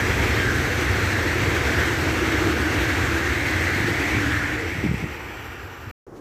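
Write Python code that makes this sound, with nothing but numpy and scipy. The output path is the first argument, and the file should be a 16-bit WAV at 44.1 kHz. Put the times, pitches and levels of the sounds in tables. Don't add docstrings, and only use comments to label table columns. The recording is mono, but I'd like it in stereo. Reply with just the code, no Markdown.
import sys
import numpy as np
from scipy import signal
from scipy.io import wavfile
from scipy.ndimage import uniform_filter1d

SR = 44100
rng = np.random.default_rng(int(sys.argv[2]) if len(sys.argv) > 2 else 0)


def volts_from_db(level):
    exponent = np.asarray(level, float) / 20
    return 10 ** exponent


def persist_wave(psi):
    counts = np.round(np.clip(psi, -1, 1) * 32767).astype(np.int16)
    wavfile.write(sys.argv[1], SR, np.atleast_2d(counts).T)


N = 273728
FRAME, HOP = 2048, 512
HZ = np.fft.rfftfreq(FRAME, 1 / SR)[:, None]
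TIMES = (np.arange(N // HOP + 9) - 3) * HOP / SR
PORT_LAG_S = 22 / SR
CUT_S, RESUME_S, END_S = 5.9128, 6.0664, 6.2068


def evened(x):
    return x / np.sqrt(np.mean(x ** 2) + 1e-20)


def over_hz(table):
    hz, *columns = np.transpose(table)
    return np.array([np.interp(np.log(HZ + 1), np.log(hz + 1), c) for c in columns])


def over_time(table):
    s, *columns = np.transpose(table)
    return np.array([np.interp(TIMES, s, c) for c in columns])


def bump(hz, width_hz):
    return np.exp(-.5 * ((HZ - hz) / width_hz) ** 2)


def swells(events, width_s):
    return sum(db * np.exp(-.5 * ((TIMES - s) / width_s) ** 2) for s, db in events)


def two_ports(level_db, alike, lead, steady=.95):
    a, b, c, d = rng.standard_normal((len(TIMES), len(HZ), 4)).T
    alike = np.clip(alike, 0, 1)
    left = a + 1j * b
    lumps = uniform_filter1d(abs(left) ** 2 / 2, size=5, axis=0)
    lumps = uniform_filter1d(lumps, size=7, axis=1)
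    left = left / lumps ** (steady / 2)
    right = alike * left + np.sqrt(1 - alike ** 2) * (c + 1j * d)
    right = right * np.exp(-1j * lead)
    spectra = np.array([left, right]) * volts_from_db(level_db) * np.sqrt(SR / FRAME * .6)
    sound = signal.istft(spectra, nperseg=FRAME, noverlap=FRAME - HOP)[1]
    return sound[:, 3 * HOP:][:, :N]


LAYER_EDGES_HZ = [20, 170, 520, 3500, 15500]
# time_s, remoteness [0-1]
REMOTENESS = [(0, 0.12), (4.0, 0.1), (4.5, 0.04), (5.0, 0.49), (5.4, 0.85), (6.0, 0.93)]
# frequency_hz, near [0-1], far [0-1]
PORT_LIKENESS = [(60, 1, 0.84), (350, 0.88, 0.99), (686, 0.81, 0.33), (1390, 0.83, 0.46), (2170, 0.5, 0.3),
                 (3980, 0.32, 0), (8000, 0.22, 0.8), (15000, 0.2, .3)]
# frequency_hz, lead_rad
FAR_LEAD = [(0, -0.5), (1380, 3.5), (1720, 0), (3270, 11), (4050, 11), (7240, 24.5), (9470, 22.5),
            (15100, 47)]
# centre_hz, width_hz, readiness_near, readiness_far [standard deviations]
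WEAK_BANDS = [(8800, 500, 2.1, 3.7), (10200, 600, 1.2, 3.), (4600, 300, .8, 2.4), (6700, 200, 1.2, 1.8)]


def train(patchy_db=1.16, flicker_db=0.74, fizz_db=0.5):
    remote = np.clip(over_time(REMOTENESS)[0], 0, 1)
    colour = colour_db(remote)
    layers = [(HZ >= lo) & (HZ < hi) for lo, hi in zip(LAYER_EDGES_HZ, LAYER_EDGES_HZ[1:])]
    held_db = [10 * np.log10((volts_from_db(colour[0]) ** 2 * k).sum(0) * SR / FRAME) for k in layers]
    lift_db = sum(k * (want - held) for k, want, held in zip(layers, layer_db(), held_db))
    lift_db = uniform_filter1d(lift_db, size=5, axis=0)

    patches = rng.standard_normal((len(TIMES), len(HZ))).T
    patches = uniform_filter1d(patches, size=14, axis=0)
    patches = evened(uniform_filter1d(patches, size=7, axis=1))
    flicker = evened(uniform_filter1d(rng.standard_normal(len(TIMES)), size=3))
    flicker = flicker * (flicker_db + fizz_db * remote * (HZ > 9000))

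    comb_db = echo_db()
    level_db = colour + lift_db
    level_db = level_db + patchy_db * patches * HZ / (HZ + 500) + flicker * HZ / (HZ + 400)
    level_db = level_db + np.array([0.42 * comb_db, comb_db])

    waver = np.repeat(rng.standard_normal(len(TIMES)), 2)[:len(TIMES)]
    edge_hz = LAYER_EDGES_HZ[-1] - 250 + 130 * waver
    level_db = np.where(HZ < np.minimum(edge_hz, LAYER_EDGES_HZ[-1]), level_db, -140)
    weak = sum(bump(hz, width) * (near + (far - near) * remote) for hz, width, near, far in WEAK_BANDS)
    level_db = level_db - 30 * (patches - weak < -3.6)

    near, far = over_hz(PORT_LIKENESS)
    near_lead = 2 * np.pi * HZ * PORT_LAG_S
    lead = (1 - remote) * near_lead + remote * np.interp(HZ, *np.transpose(FAR_LEAD))
    return two_ports(level_db, (1 - remote) * near + remote * far, lead)


# time_s, lift_db
BOGIES = [(.1, 0.5), (.5, 1), (1.1, 0.5), (1.45, 0.7), (1.82, 2.5), (2.36, 2), (2.85, 1.2), (3.1, 1),
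          (3.42, 0.2), (3.7, 2), (4.13, 1), (4.35, 0.5)]


def bogie_lift_db():
    return swells(BOGIES, 0.075)


# near_db, sag_db_per_s, share of distance loss [ratio]
LAYERS = [
    (-21.5, -1., 1.04),
    (-25, -.5, 1.21),
    (-19, -0.1871, 1.044),
    (-30.5, -0.38, 1.08),
]
# time_s, lift_db
BUFFETS = [(.18, 3), (.31, 2.5), (.54, 0.5), (.87, 4.5), (1.04, 4.5), (1.45, 3.5), (1.79, 3.5),
           (2.16, -0.5), (2.8, 2.5), (3.04, 2.5), (3.55, 0.5), (3.86, 3.5), (4.15, 3), (4.37, 2), (4.66, 4),
           (5.02, 2), (5.27, 2.5), (5.5, 5), (5.68, 3), (5.88, 4.5)]
# time_s, lift_db
AXLE_LOADS = [(.4, 0.5), (1.2, 1), (1.5, 1.5), (1.8, 2.5), (2.25, 3.5), (2.5, 4.5), (2.8, 3.5), (3.15, 2.5),
              (3.5, 1.5), (4.02, 2.5), (4.35, -2), (4.62, 2)]


def layer_db(tail_s=4.225, speed_m_s=39.5, distance_m=15.55, hiss_early_s=0.17):
    early_s = np.array([[0], [0], [0], [hiss_early_s]])
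    away_m = speed_m_s * np.maximum(TIMES - tail_s + early_s, 0)
    loss_db = 10 * np.log10(1 + (away_m / distance_m) ** 2)
    bogies = bogie_lift_db()
    lifts = [swells(BUFFETS, 0.033), swells(AXLE_LOADS, 0.1), bogies, 0.47 * bogies]
    return [db + sag * TIMES - share * loss + lift
            for (db, sag, share), loss, lift in zip(LAYERS, loss_db, lifts)]


# frequency_hz, left_db_per_hz, right_db_per_hz
NEAR_COLOUR = [(68, -48, -42.5), (108, -46, -43.5), (176, -60.5, -54), (330, -49.5, -45.5),
               (595, -57, -54.5), (840, -52.5, -49.5), (1460, -54, -52), (2165, -56.5, -54),
               (2900, -59.5, -57.5), (3800, -66, -64), (6340, -70.5, -67.5), (8300, -73, -71),
               (12300, -75.5, -91), (15000, -81, -87)]
# frequency_hz, left_db_per_hz, right_db_per_hz
FAR_COLOUR = [(65.5, -59, -49), (110, -55, -61), (187, -74.5, -75.5), (330, -65.5, -61.5), (584, -70, -70),
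              (870, -61.5, -63.5), (1480, -67, -65), (2200, -75, -68), (2900, -74.5, -69),
              (3830, -78.5, -84.5), (6250, -93.5, -81.5), (8300, -92.5, -87.5), (12500, -88, -93.5),
              (15000, -84, -102.7)]
# time_s, pitch_hz, level_db over its surroundings
BOOM = [(0, 330, -6.5), (1.2, 350, 3), (2.3, 340, 4), (3.1, 310, 6), (3.9, 324, 6), (4.45, 270, 8.5),
        (4.6, 330, 7.5), (5.0, 330, -3.5)]
# time_s, centre_hz, level_db over its surroundings
ROAR = [(0.0, 1850, 5), (0.25, 2080, 1.5), (0.52, 1580, 7.5), (0.8, 1750, 3), (1.1, 1660, 6.5),
        (1.45, 1900, 2.5), (1.94, 1614, 5), (2.1, 1760, 0.5), (2.6, 1560, 5), (2.76, 1800, 1.5),
        (3.12, 1530, 3.5), (3.37, 2000, 6.5), (3.84, 1800, 6.5), (4.16, 2170, 4.5), (4.24, 1590, 5),
        (4.81, 1970, 8), (5.35, 1950, 3), (5.7, 1510, 3.5)]
# centre_hz, width_hz, level_db
BODY = [(80, 16, 2.5), (420, 14, -5), (455, 16, 2)]
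# centre_hz, width_hz, level_db over the roar
RAILS = [(1210, 36, 8), (1420, 100, 8), (1884, 29, 9.5), (2320, 74, 4), (5680, 120, 2.5), (7273, 110, 4),
         (12400, 500, 7.5)]
# centre_hz, half_width_hz, left_db, right_db
HOUSING = [(10020, 1250, -3.5, -33)]


def colour_db(remote, roar_width_hz=300, rails_left=0.72, bogie_focus=1.46):
    colour = (1 - remote) * over_hz(NEAR_COLOUR) + remote * over_hz(FAR_COLOUR)
    boom_hz, boom_db = over_time(BOOM)
    roar_hz, roar_db = over_time(ROAR)
    roar_db = roar_db + bogie_focus * bogie_lift_db()
    colour += boom_db * bump(boom_hz, 22)
    colour += roar_db * bump(roar_hz, roar_width_hz)
    colour += sum(db * bump(hz, width) for hz, width, db in BODY)
    rails = remote * sum(db * bump(hz, width) for hz, width, db in RAILS)
    colour += np.array([rails_left * rails, rails])
    for hz, width, left_db, right_db in HOUSING:
        colour += np.array([left_db, right_db])[:, None, None] / (1 + ((HZ - hz) / width) ** 6)
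    return colour


# time_s, extra_path_m, strength [0-1]
ECHO = [(3.8, 0.63, 0.17), (4.05, 0.4, 0.2), (4.25, 0.21, 0.33), (4.45, 0.16, 0), (4.7, 0.13, 0.26)]


def echo_db():
    path_m, strength = over_time(ECHO)
    strength = np.clip(strength, 0, .9) * HZ / (HZ + 600)
    phase = 2 * np.pi * HZ * path_m / 343
    power = 1 + strength ** 2 + 2 * strength * np.cos(phase)
    return 10 * np.log10(power / (1 + strength ** 2))


# start_s, length_s, start_hz, end_hz,
# level_db
RINGS = [(0.301, 0.36, 1678, 1487, -32), (.32, 0.17, 3130, 3130, -29), (0.513, 0.16, 2970, 2930, -34.5),
         (0.98, 0.11, 2950, 2900, -52), (1.695, 0.14, 2950, 2900, -53.5), (1.837, 0.18, 2880, 2950, -41),
         (2.24, 0.21, 2940, 2900, -48), (2.413, 0.089, 3000, 2900, -43), (2.773, 0.16, 1585, 1560, -39),
         (2.802, .12, 3130, 3020, -42), (2.916, .12, 2804, 2930, -36), (3.2, 0.1, 1880, 1833, -38),
         (4.054, 0.17, 2216, 2330, -34.5), (4.522, 0.21, 469, 437, -36), (3.898, 0.621, 325, 274, -34)]


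def wheels(waver_rad=.8, right_db=2.):
    out = np.zeros(N)
    for s, length, start_hz, end_hz, db in RINGS:
        n = int(length * SR)
        wobble = evened(uniform_filter1d(rng.standard_normal(SR), size=900))[:n]
        phase = 2 * np.pi * np.cumsum(np.linspace(start_hz, end_hz, n)) / SR + waver_rad * wobble
        out[round(s * SR):][:n] += volts_from_db(db) * 2 * np.hanning(n) * np.sin(phase)
    return np.array([out, volts_from_db(right_db) * np.roll(out, round(PORT_LAG_S * SR))])


def wake_eddies(start_s=4.74, end_s=5.03, level_db=-19.5, pitch_hz=110, per_s=55, spread_db=1.5):
    at, size, pitch = rng.standard_normal((40, 3)).T
    at = start_s + (np.arange(40) + .25 * at) / per_s
    return [(s, level_db + spread_db * a, pitch_hz * np.exp(0.23 * b))
            for s, a, b in zip(at, size, pitch) if s < end_s]


# time_s, level_db, pitch_hz
RIGHT_GUSTS = [(3.76, -16, 170), (3.803, -13, 200), (3.845, -15, 209), (3.9, -15, 146), (4.129, -21, 213),
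               (4.148, -13, 218), (4.18, -15, 105), (4.263, -19, 146), (4.767, -23, 133), (4.811, -21, 140),
               (4.840, -6.5, 302), (4.851, -11, 250), (4.861, -7.5, 274), (4.868, -12, 131),
               (4.881, -17, 129), (4.893, -10, 124), (4.914, -9.5, 163.8), (4.942, -11, 167),
               (5.027, -16, 171.4), (5.041, -10.5, 130), (5.038, -18, 330), (5.058, -17, 290),
               (5.066, -19, 290), (5.265, -28, 100)]
# time_s, level_db, pitch_hz
LEFT_GUSTS = [(5.858, -30, 70), (5.872, -22, 90), (5.886, -27, 90), (5.902, -30, 70)]


def slipstream(cycles=2.3, spread=0.15, port_hz=430):
    out = np.zeros((2, N))
    eddies = [(0, *gust) for gust in LEFT_GUSTS]
    eddies += [(1, *gust) for gust in RIGHT_GUSTS + wake_eddies()]
    chance = rng.standard_normal((80, 4))
    t = np.arange(-2000, 2000) / SR
    for (port, s, db, hz), (phase, glide, phase2, detune) in zip(eddies, chance):
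        shape = np.exp(-.5 * (t * hz * 5 / cycles) ** 2)
        push = np.sin(2 * np.pi * hz * t * (1 + spread * glide * hz * t / cycles) + 3 * phase)
        push += 0.22 * np.sin(2 * np.pi * hz * (2.33 + 0.14 * detune) * t + 3 * phase2)
        part = out[port, round(s * SR) - 2000:][:4000]
        part += (volts_from_db(db + 1.5) * shape * push)[:len(part)]
    return signal.sosfilt(signal.butter(N=3, Wn=port_hz, fs=SR, output="sos"), out)


# frequency_hz, left_db_per_hz, right_db_per_hz
QUIET_COLOUR = [(40, -72, -75), (109, -77, -61.5), (200, -70, -69), (340, -66, -59), (605, -70, -71.5),
                (1100, -77, -73.5), (1800, -86.6, -83), (2500, -103.2, -94), (4700, -103.5, -100.4),
                (5830, -103.7, -93.5), (9000, -105.6, -106.3), (14800, -109.1, -107.4)]


def quiet_air(rise_db=2, rustle_db=8, level_db=1):
    swell = rise_db * np.clip((TIMES - 6.11) / 0.037, 0, 1)
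    burst = rustle_db * np.exp(-.5 * ((TIMES - 6.177) / .016) ** 2)
    rustle = burst * np.array([0.28 * (HZ > 2200) + bump(4300, 450), (HZ > 2200) * 1.0])
    alike = 0.87 * bump(350, 300) + 0.19
    air_db = over_hz(QUIET_COLOUR) + level_db + swell + rustle - 30 * (HZ > LAYER_EDGES_HZ[-1])
    return two_ports(air_db, alike, 2 * np.pi * HZ * PORT_LAG_S * 0.81)


def scene(low_hz=60):
    t = np.arange(N) / SR
    wind_filter = signal.butter(N=5, Wn=low_hz, btype="high", fs=SR, output="sos")
    passing = signal.sosfilt(wind_filter, train() + wheels() + slipstream())
    return np.where(t < (CUT_S + RESUME_S) / 2, passing, quiet_air())


def low_pass(x):
    return signal.sosfilt(signal.butter(12, 15540, fs=SR, output="sos"), x)


def record(dry):
    t = np.arange(N) / SR
    audible = (t < CUT_S) | (t > RESUME_S) & (t < END_S)
    return low_pass(dry * audible)


dry = scene()
out = record(dry)
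persist_wave(out)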